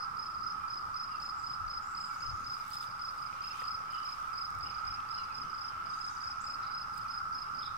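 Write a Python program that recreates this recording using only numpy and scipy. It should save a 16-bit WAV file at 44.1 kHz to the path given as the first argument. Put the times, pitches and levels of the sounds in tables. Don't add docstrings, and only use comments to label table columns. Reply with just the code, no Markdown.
import sys
import numpy as np
from scipy import signal
from scipy.io import wavfile
from scipy.ndimage import uniform_filter1d

SR = 44100
rng = np.random.default_rng(int(sys.argv[2]) if len(sys.argv) > 2 else 0)


def convert_level_to_amplitude(level_db):
    exponent = np.asarray(level_db, float) / 20
    return 10 ** exponent


def store_pcm(level_fs):
    pcm = np.round(np.clip(level_fs, -1, 1) * 32767).astype(np.int16)
    wavfile.write(sys.argv[1], SR, np.atleast_2d(pcm).T)


N = 342657


def evened(x):
    return x / np.sqrt(np.mean(x ** 2) + 1e-20)


def read(points, hz):
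    f, value = np.transpose(points)
    return np.interp(np.log(hz + 1), np.log(f + 1), value)


def curve(rows, column, t=np.arange(N) / SR):
    table = np.array(rows)
    return np.interp(t, table[:, 0], table[:, column])


def add(mix, s, sound):
    at = round(s * SR)
    part = mix[..., max(at, 0):max(at + sound.shape[-1], 0)]
    part += sound[..., max(-at, 0):][..., :part.shape[-1]]


def sides(pan_db):
    return convert_level_to_amplitude(np.array([[pan_db / 2], [-pan_db / 2]]))


def swells(peak_s, before_s, after_s, db, rest_db):
    late = np.arange(N)[::64, None] / SR - peak_s
    steps = np.where(late < 0, -late / before_s, late / after_s)
    power = convert_level_to_amplitude(2 * (db - 10 * steps)).sum(1)
    return np.repeat(np.sqrt(power + convert_level_to_amplitude(2 * rest_db)), 64)[:N]


def field(shape, patchy_db, stretch=1.):
    # f/Hz, coherence (-1..1)
    likeness = [(90, .75), (260, .7), (600, .42), (780, .4), (1120, -.03), (1460, -.3), (1850, 0),
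                (2400, .2), (4000, 0)]
    # f/Hz, left-right level/dB
    tilt_points = [(60, 0.5), (130, -1.5), (290, 0), (640, -1.5), (1410, -2.5), (3100, -1.5), (6820, -6.5),
                   (15000, 0.5)]
    frames, hz = N // 256 + 5, np.fft.rfftfreq(1024, 1 / SR)[:, None]
    a, b, c, d, patches = rng.standard_normal((frames, 513, 5)).T
    patches = uniform_filter1d(patches, size=8, axis=0)
    patches = evened(uniform_filter1d(patches, size=20, axis=1))
    same = read(likeness, hz)
    left = a + 1j * b
    right = same * left + np.sqrt(1 - same ** 2) * (c + 1j * d)
    tilt = read(tilt_points, hz) / 2
    z = np.array([left * convert_level_to_amplitude(tilt), right * convert_level_to_amplitude(-tilt)])
    source_hz = hz / stretch
    z *= convert_level_to_amplitude(read(shape, source_hz) + patchy_db * patches)
    z *= (source_hz > shape[0][0]) * (source_hz < shape[-1][0])
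    return evened(signal.istft(z, nperseg=1024, noverlap=768)[1][:, :N])


def meadow(x, t60, wet_db):
    size = SR // 2
    t = np.arange(size) / SR
    taps = rng.choice([-1., 1.], (2, size)) * (rng.random((2, size)) < .05)
    taps *= convert_level_to_amplitude(-60 * t / t60) * (t > .006)
    other_taps = taps * rng.choice([-1., 1.], taps.shape)
    sway = 2 * np.pi * 1.3 * np.arange(N) / SR
    wet = 0
    for share, h in ((np.cos(sway), taps), (np.sin(sway), other_taps)):
        wet = wet + signal.fftconvolve(x * share, h / np.linalg.norm(h[0]), axes=1)[:, :N]
    return convert_level_to_amplitude(wet_db) * wet


def cicadas():
    # t/s, level/dB, centre f/Hz
    chorus = [
        (0, -40.5, 1220),
        (.15, -43, 1260),
        (1.2, -44, 1254),
        (1.9, -44, 1290),
        (2.7, -45, 1293),
        (3.6, -43.5, 1257),
        (5.7, -43.5, 1297),
        (6.6, -42.5, 1320),
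        (7.77, -44, 1274),
    ]
    # f/Hz, density level/dB per Hz
    drone_shape = [(560, -52), (950, -20.5), (1050, -13.5), (1260, 0), (1310, 6), (1350, -2), (1600, -19),
                   (1730, -24), (2000, -31.5), (2600, -63), (4400, -120)]
    # f/Hz, density level/dB per Hz
    ends_shape = [(680, -36), (780, -10.5), (840, 3), (900, -5.5), (1020, -9)]
    centre = curve(chorus, 2, np.arange(N // 256 + 5) * 256 / SR)
    drone = field(drone_shape, 0.82, 1 + 0.37 * (centre / centre.mean() - 1))
    ends = convert_level_to_amplitude(-20) * field(ends_shape, 0.99)
    return convert_level_to_amplitude(curve(chorus, 1) + 4.0) * (drone + ends)


def stroke(late_ms=-9., detune=1., lead_s=0.):
    # t/ms, f/Hz, level/dB
    sweep = [(-3, 5200, -30), (0, 5200, -11), (3, 5185, -3.5), (7, 5150, 1), (11, 5030, 1),
             (14.5, 4880, -1.5), (17.5, 4680, -7), (20, 4420, -14), (22.5, 4300, -32)]
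    overtones_db = [2, -33.5, -32]
    ms = np.arange(-3, 23, 1000 / SR * (1 + .04 * rng.standard_normal()))
    hz = detune * curve(sweep, 1, ms) * (1 + 0.0029 * rng.standard_normal())
    turn = 2 * np.pi * (np.cumsum(hz) / SR + rng.random() + np.array([[0], [lead_s]]) * hz)
    tone = sum(convert_level_to_amplitude(db) * np.sin((k + 1) * turn) for k, db in enumerate(overtones_db))
    facing = convert_level_to_amplitude(np.array([[2.5], [11.]]) * (hz - 5050) / 1000)
    force = convert_level_to_amplitude(curve(sweep, 2, ms) + 0.37 * rng.standard_normal())
    onset = np.clip((ms - late_ms) / 7, 0, 1) ** 1.5
    return tone * facing * force * onset


def crickets():
    # t/s of 2nd stroke, left level/dB
    near_chirps = [(-.048, -45), (0.1884, -46.5), (0.43, -46), (0.699, -44), (0.9604, -42), (1.2184, -40.5),
                   (1.4619, -42.5), (1.6995, -42.5), (1.968, -40), (2.2214, -40.5), (2.4621, -40.5),
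                   (2.7311, -42), (3.0122, -43), (3.4367, -42), (3.6721, -39.5), (4.0502, -42.5),
                   (4.3756, -40), (4.627, -44), (4.8687, -44.5), (5.1063, -44.5), (5.343, -46),
                   (5.6091, -44), (6.0071, -44), (6.235, -42), (6.4641, -40.5), (6.7387, -41.5),
                   (7.102, -45.5), (7.3447, -46), (7.5862, -47.5)]
    near_strokes = (0, .0336, .0686)
    # t/s, lead of right microphone/us
    bearing = [
        (0, 40),
        (4, 60),
        (5.3, 88),
        (6.5, 58),
        (7.1, 22),
        (7.7, -6),
    ]
    # t/s of 1st stroke, right level/dB
    second_chirps = [(-.04, -46.5), (.299, -49), (.725, -48), (1.071, -46.5), (1.391, -48), (2.061, -48),
                     (2.519, -48), (2.823, -45.5), (3.178, -45), (3.593, -44.5), (3.9, -45), (4.329, -44.5),
                     (4.701, -44.5), (5.154, -44), (5.497, -45.5), (5.854, -44.5), (6.161, -45.5),
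                     (6.624, -46), (6.93, -47.5), (7.543, -46.5)]
    near_right_db, second_left_db, second_gap_s = -41, -55, .039
    near, second = np.zeros((2, 2, N))
    for s, db in near_chirps:
        lead_s = curve(bearing, 1, s) * 1e-6
        ears = convert_level_to_amplitude(np.array([[db], [near_right_db]]))
        add(near, s - .0335, ears * convert_level_to_amplitude(1.0) * stroke(8.8, lead_s=lead_s))
        for at in s + np.array(near_strokes):
            add(near, at - .003, ears * stroke(lead_s=lead_s))
    for s, db in second_chirps:
        for k, swell_db in enumerate([-2., .3, .3]):
            ears = convert_level_to_amplitude(np.array([[second_left_db], [db]]) + swell_db)
            add(second, s + k * second_gap_s - .003, ears * stroke(-2.0, 0.98, 27e-6))
    both = near + second + meadow(convert_level_to_amplitude(-7.5) * near + second, 0.066, -3.6)
    add(both, .0132, both[1] * convert_level_to_amplitude(np.array([[-19.], [-11.]])))
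    heads = signal.lfilter(*signal.iirpeak(5100, 6., SR), both.mean(0))
    return both + sides(-9.0) * meadow(heads[None], 0.55, -9.5)


def far_cricket():
    # f/Hz, width/Hz, level/dB
    third = (5810, 160, -74)
    first_s, every_s = .27, .235
    hz, width, db = third
    shape = [(hz - 3 * width, -30), (hz - width, -8), (hz, 0), (hz + width, -8), (hz + 3 * width, -30)]
    cycle = np.cos(2 * np.pi * (np.arange(N) / SR - first_s) / every_s)
    return convert_level_to_amplitude(db + 4.8 * cycle) * field(shape, 1.7)


def grass():
    # t/s of peak, build-up/s, dying/s, swish level/dB, crackle level/dB
    brushes = [(1.23, .06, .06, -77, -75), (2.14, .12, 0.16, -70, -75), (2.6, 0.26, 0.088, -62.5, -72),
               (2.75, .08, .03, -59, -62.5), (2.83, 0.063, 0.035, -62, -64.5), (3.18, 0.33, 0.21, -71, -75),
               (3.44, 0.24, 0.22, -58, -80.5), (3.61, 0.186, 0.087, -54, -69), (3.96, 0.16, 0.22, -58, -76),
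               (4.07, 0.097, 0.66, -59.5, -74.5), (4.68, 0.069, 2.5, -59.5, -84),
               (6.97, 0.04, .08, -71.5, -71)]
    # f/Hz, density level/dB per Hz
    swish_shape = [(1500, -19), (2200, 1.5), (2800, -2), (3600, -10.5), (4500, -12.5), (7000, -16.5)]
    # f/Hz, density level/dB per Hz
    crackle_shape = [(2500, -24), (3500, 5.5), (6000, -4), (8500, 2), (10500, -7), (13000, -2.5),
                     (15800, -6)]
    # t/s, peak level/dB, centre f/Hz, left-right level/dB
    snaps = [(2.5411, -48, 11800, -5.5), (2.5995, -48, 12200, -9), (2.6534, -46, 6800, -3.0),
             (2.6813, -43, 7850, -0.5), (2.7038, -39, 8070, 7), (2.7352, -42, 7600, -1),
             (2.7434, -53, 6820, -0.5), (2.7836, -40, 6910, -1.5), (2.824, -47, 7560, 0.0),
             (2.8414, -54, 7950, -3.0), (3.924, -43, 8630, -11), (4.5037, -46, 8000, -15),
             (4.5491, -45, 6780, -8.5), (4.589, -45, 8100, -19), (6.9441, -48, 8400, -14),
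             (6.9611, -54, 7760, -14), (6.98, -40, 8210, -23)]
    # t/s, peak level/dB, centre f/Hz, left-right level/dB
    knocks = [
        (2.722, -48, 3680, 0),
        (2.733, -41, 3640, 0),
        (2.829, -36, 3600, 0),
        (2.841, -32, 3700, -3),
        (3.328, -33, 2430, 4.5),
        (3.342, -46, 566, 0),
        (3.618, -30, 1900, -10),
        (3.619, -41.5, 510, 0),
        (5.003, -35, 3120, -4),
    ]
    grains = convert_level_to_amplitude(1.8 * np.minimum(rng.exponential(1, (2, N)), 5)) * (rng.random((2, N)) < .03)
    grains = uniform_filter1d(grains + 0.56 * grains[::-1], size=40, axis=1)
    crackle = evened(field(crackle_shape, 0.59) * (0.53 + evened(grains)))
    s, before, after, swish_db, crackle_db = np.transpose(brushes)
    out = swells(s, before, after, swish_db, -64.5) * field(swish_shape, 2.3)
    out += convert_level_to_amplitude(8.5) * swells(s, before, after, crackle_db, -80) * crackle
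    for rows, cycles, crack in ((snaps, 6., .6), (knocks, 3.2, .03)):
        for s, db, hz, pan_db in rows:
            turns = np.arange(400) / SR * hz
            tick = np.sin(2 * np.pi * turns) + crack * np.diff(rng.standard_normal(401))
            add(out, s, convert_level_to_amplitude(db - 7.5) * sides(pan_db) * tick * np.exp(-turns / cycles))
    return out


def note(length, pitch_hz, glide, db, rough):
    u = np.arange(round(length * SR)) / (length * SR)
    early = .8
    hz = pitch_hz + glide * (u ** early - .5 ** early)
    hz *= 1 + 0.0068 * rough * evened(uniform_filter1d(rng.standard_normal(len(u)), size=200))
    flutter = 1 + rough * evened(uniform_filter1d(rng.standard_normal(len(u)), size=60))
    return convert_level_to_amplitude(db + 3) * np.sin(2 * np.pi * np.cumsum(hz) / SR) * flutter * np.sin(np.pi * u) ** 0.17


def birds():
    # t/s, length/s, f/Hz, glide/Hz, level/dB
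    whistles = [(.6, .075, 2410, -40, -66), (1.11, 0.069, 2750, -250, -62), (2.09, .083, 2254, -220, -64),
                (2.125, .04, 6800, 50, -75), (2.17, 0.153, 6230, -100, -74), (2.31, .22, 6475, -920, -75),
                (2.42, .12, 2730, 57, -73), (3.33, 0.057, 2410, -50, -64), (3.44, .015, 2660, 160, -57),
                (3.495, 0.024, 2720, 183, -56), (3.52, 0.094, 2517, -110, -65),
                (3.88, 0.045, 2356, -60, -64), (3.93, 0.042, 3000, -130, -57), (4.52, 0.063, 2250, 80, -67),
                (4.65, 0.026, 2900, 280, -58.5), (4.7, 0.27, 2420, 88, -70), (5.13, 0.093, 4170, -250, -67),
                (5.17, .04, 2870, -330, -59.5), (5.3, 0.035, 2530, -170, -60),
                (6.403, 0.023, 7330, 2400, -59.5), (7.05, 0.021, 2460, -110, -61.5),
                (7.623, .018, 3580, -700, -54.5), (7.643, .024, 3840, -720, -59),
                (7.66, .022, 3740, -320, -64)]
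    # t/s, length/s, f/Hz, glide/Hz, level/dB
    buzzes = [(1.82, 0.033, 7040, 296, -75), (1.85, 0.092, 7600, 150, -73), (1.99, .11, 7200, -50, -74.5),
              (1.95, 0.133, 7900, 50, -77), (2.03, .08, 8350, 150, -81), (2.18, .05, 6640, 900, -74),
              (6.61, 0.083, 4020, -48, -69), (7.608, 0.014, 3200, -300, -66), (1.2, .083, 7200, -760, -79),
              (1.34, .11, 7550, 1350, -78), (1.36, .09, 7300, -850, -80)]
    # t/s, f/Hz, level/dB
    mew = [
        (5.91, 730, -75),
        (5.95, 785, -73.5),
        (6.01, 817, -77),
        (6.1, 759, -73),
        (6.18, 750, -77),
        (6.32, 708, -76),
    ]
    # harmonic number, level/dB
    mew_tones = [(5, -6), (8, 2), (9, -4), (10, -7), (11, -5.5)]
    dry, t = np.zeros((2, N)), np.arange(N) / SR
    for rows, rough in ((whistles, .3), (buzzes, 1.1)):
        for s, *shape in rows:
            pan_db = np.interp(shape[1], (3200, 5200), (-1.5, -15.))
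            add(dry, s, note(*shape, rough) * sides(pan_db))
    shake = evened(uniform_filter1d(rng.standard_normal((6, N)), size=500, axis=1))
    turn = 2 * np.pi * np.cumsum(curve(mew, 1) * (1 + 0.0036 * shake[5])) / SR
    effort = (t > mew[0][0]) * (t < mew[-1][0]) * convert_level_to_amplitude(curve(mew, 2) - 0.2)
    voice = sum(convert_level_to_amplitude(db + 4.3 * w) * np.sin(k * turn) for (k, db), w in zip(mew_tones, shake))
    dry += sides(-19.0) * effort * voice
    return dry + meadow(dry, 0.6, 0.0038)


def wind():
    # t/s of peak, width/s, level/dB
    gusts = [
        (1.62, 0.11, -48),
        (2.33, 0.054, -42.5),
        (4.65, 0.25, -55),
        (5.7, 0.49, -62),
        (6.66, 0.061, -63),
        (7.77, .1, -62),
    ]
    # f/Hz, density level/dB per Hz
    wind_shape = [(15, -25), (42, 2), (60, 18), (110, -4.5), (200, -30)]
    s, width, db = np.transpose(gusts)
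    breeze_db = -74.5
    return swells(s, width, width, db, breeze_db) * convert_level_to_amplitude(np.array([[3.], [-9.]])) * field(wind_shape, 6.2)


def rumble_and_air():
    # f/Hz, density level/dB per Hz
    rumble_shape = [(12, -34), (20, -4), (27, -19), (81, 0.5), (233, -8.5), (397, -15.5), (644, -13.5),
                    (750, -12.5), (980, -48), (1650, -120)]
    # f/Hz, density level/dB per Hz
    air_shape = [(1600, -7), (2000, 1), (2600, -4), (3200, -15), (4200, -9), (5200, 3), (6200, -16),
                 (8000, -13), (9700, -13.5), (10600, -22.5), (12000, -20.5), (15700, -19)]
    return convert_level_to_amplitude(-59) * field(rumble_shape, 1.57) + convert_level_to_amplitude(-61.5) * field(air_shape, 0.97)


def scene():
    return cicadas() + crickets() + far_cricket() + grass() + birds() + wind() + rumble_and_air()


def band_limit(x):
    return signal.sosfilt(signal.butter(12, 15790, fs=SR, output="sos"), x)


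def record(dry):
    mix = dry - .00059
    return band_limit(mix)


dry = scene()
out = record(dry)
store_pcm(out)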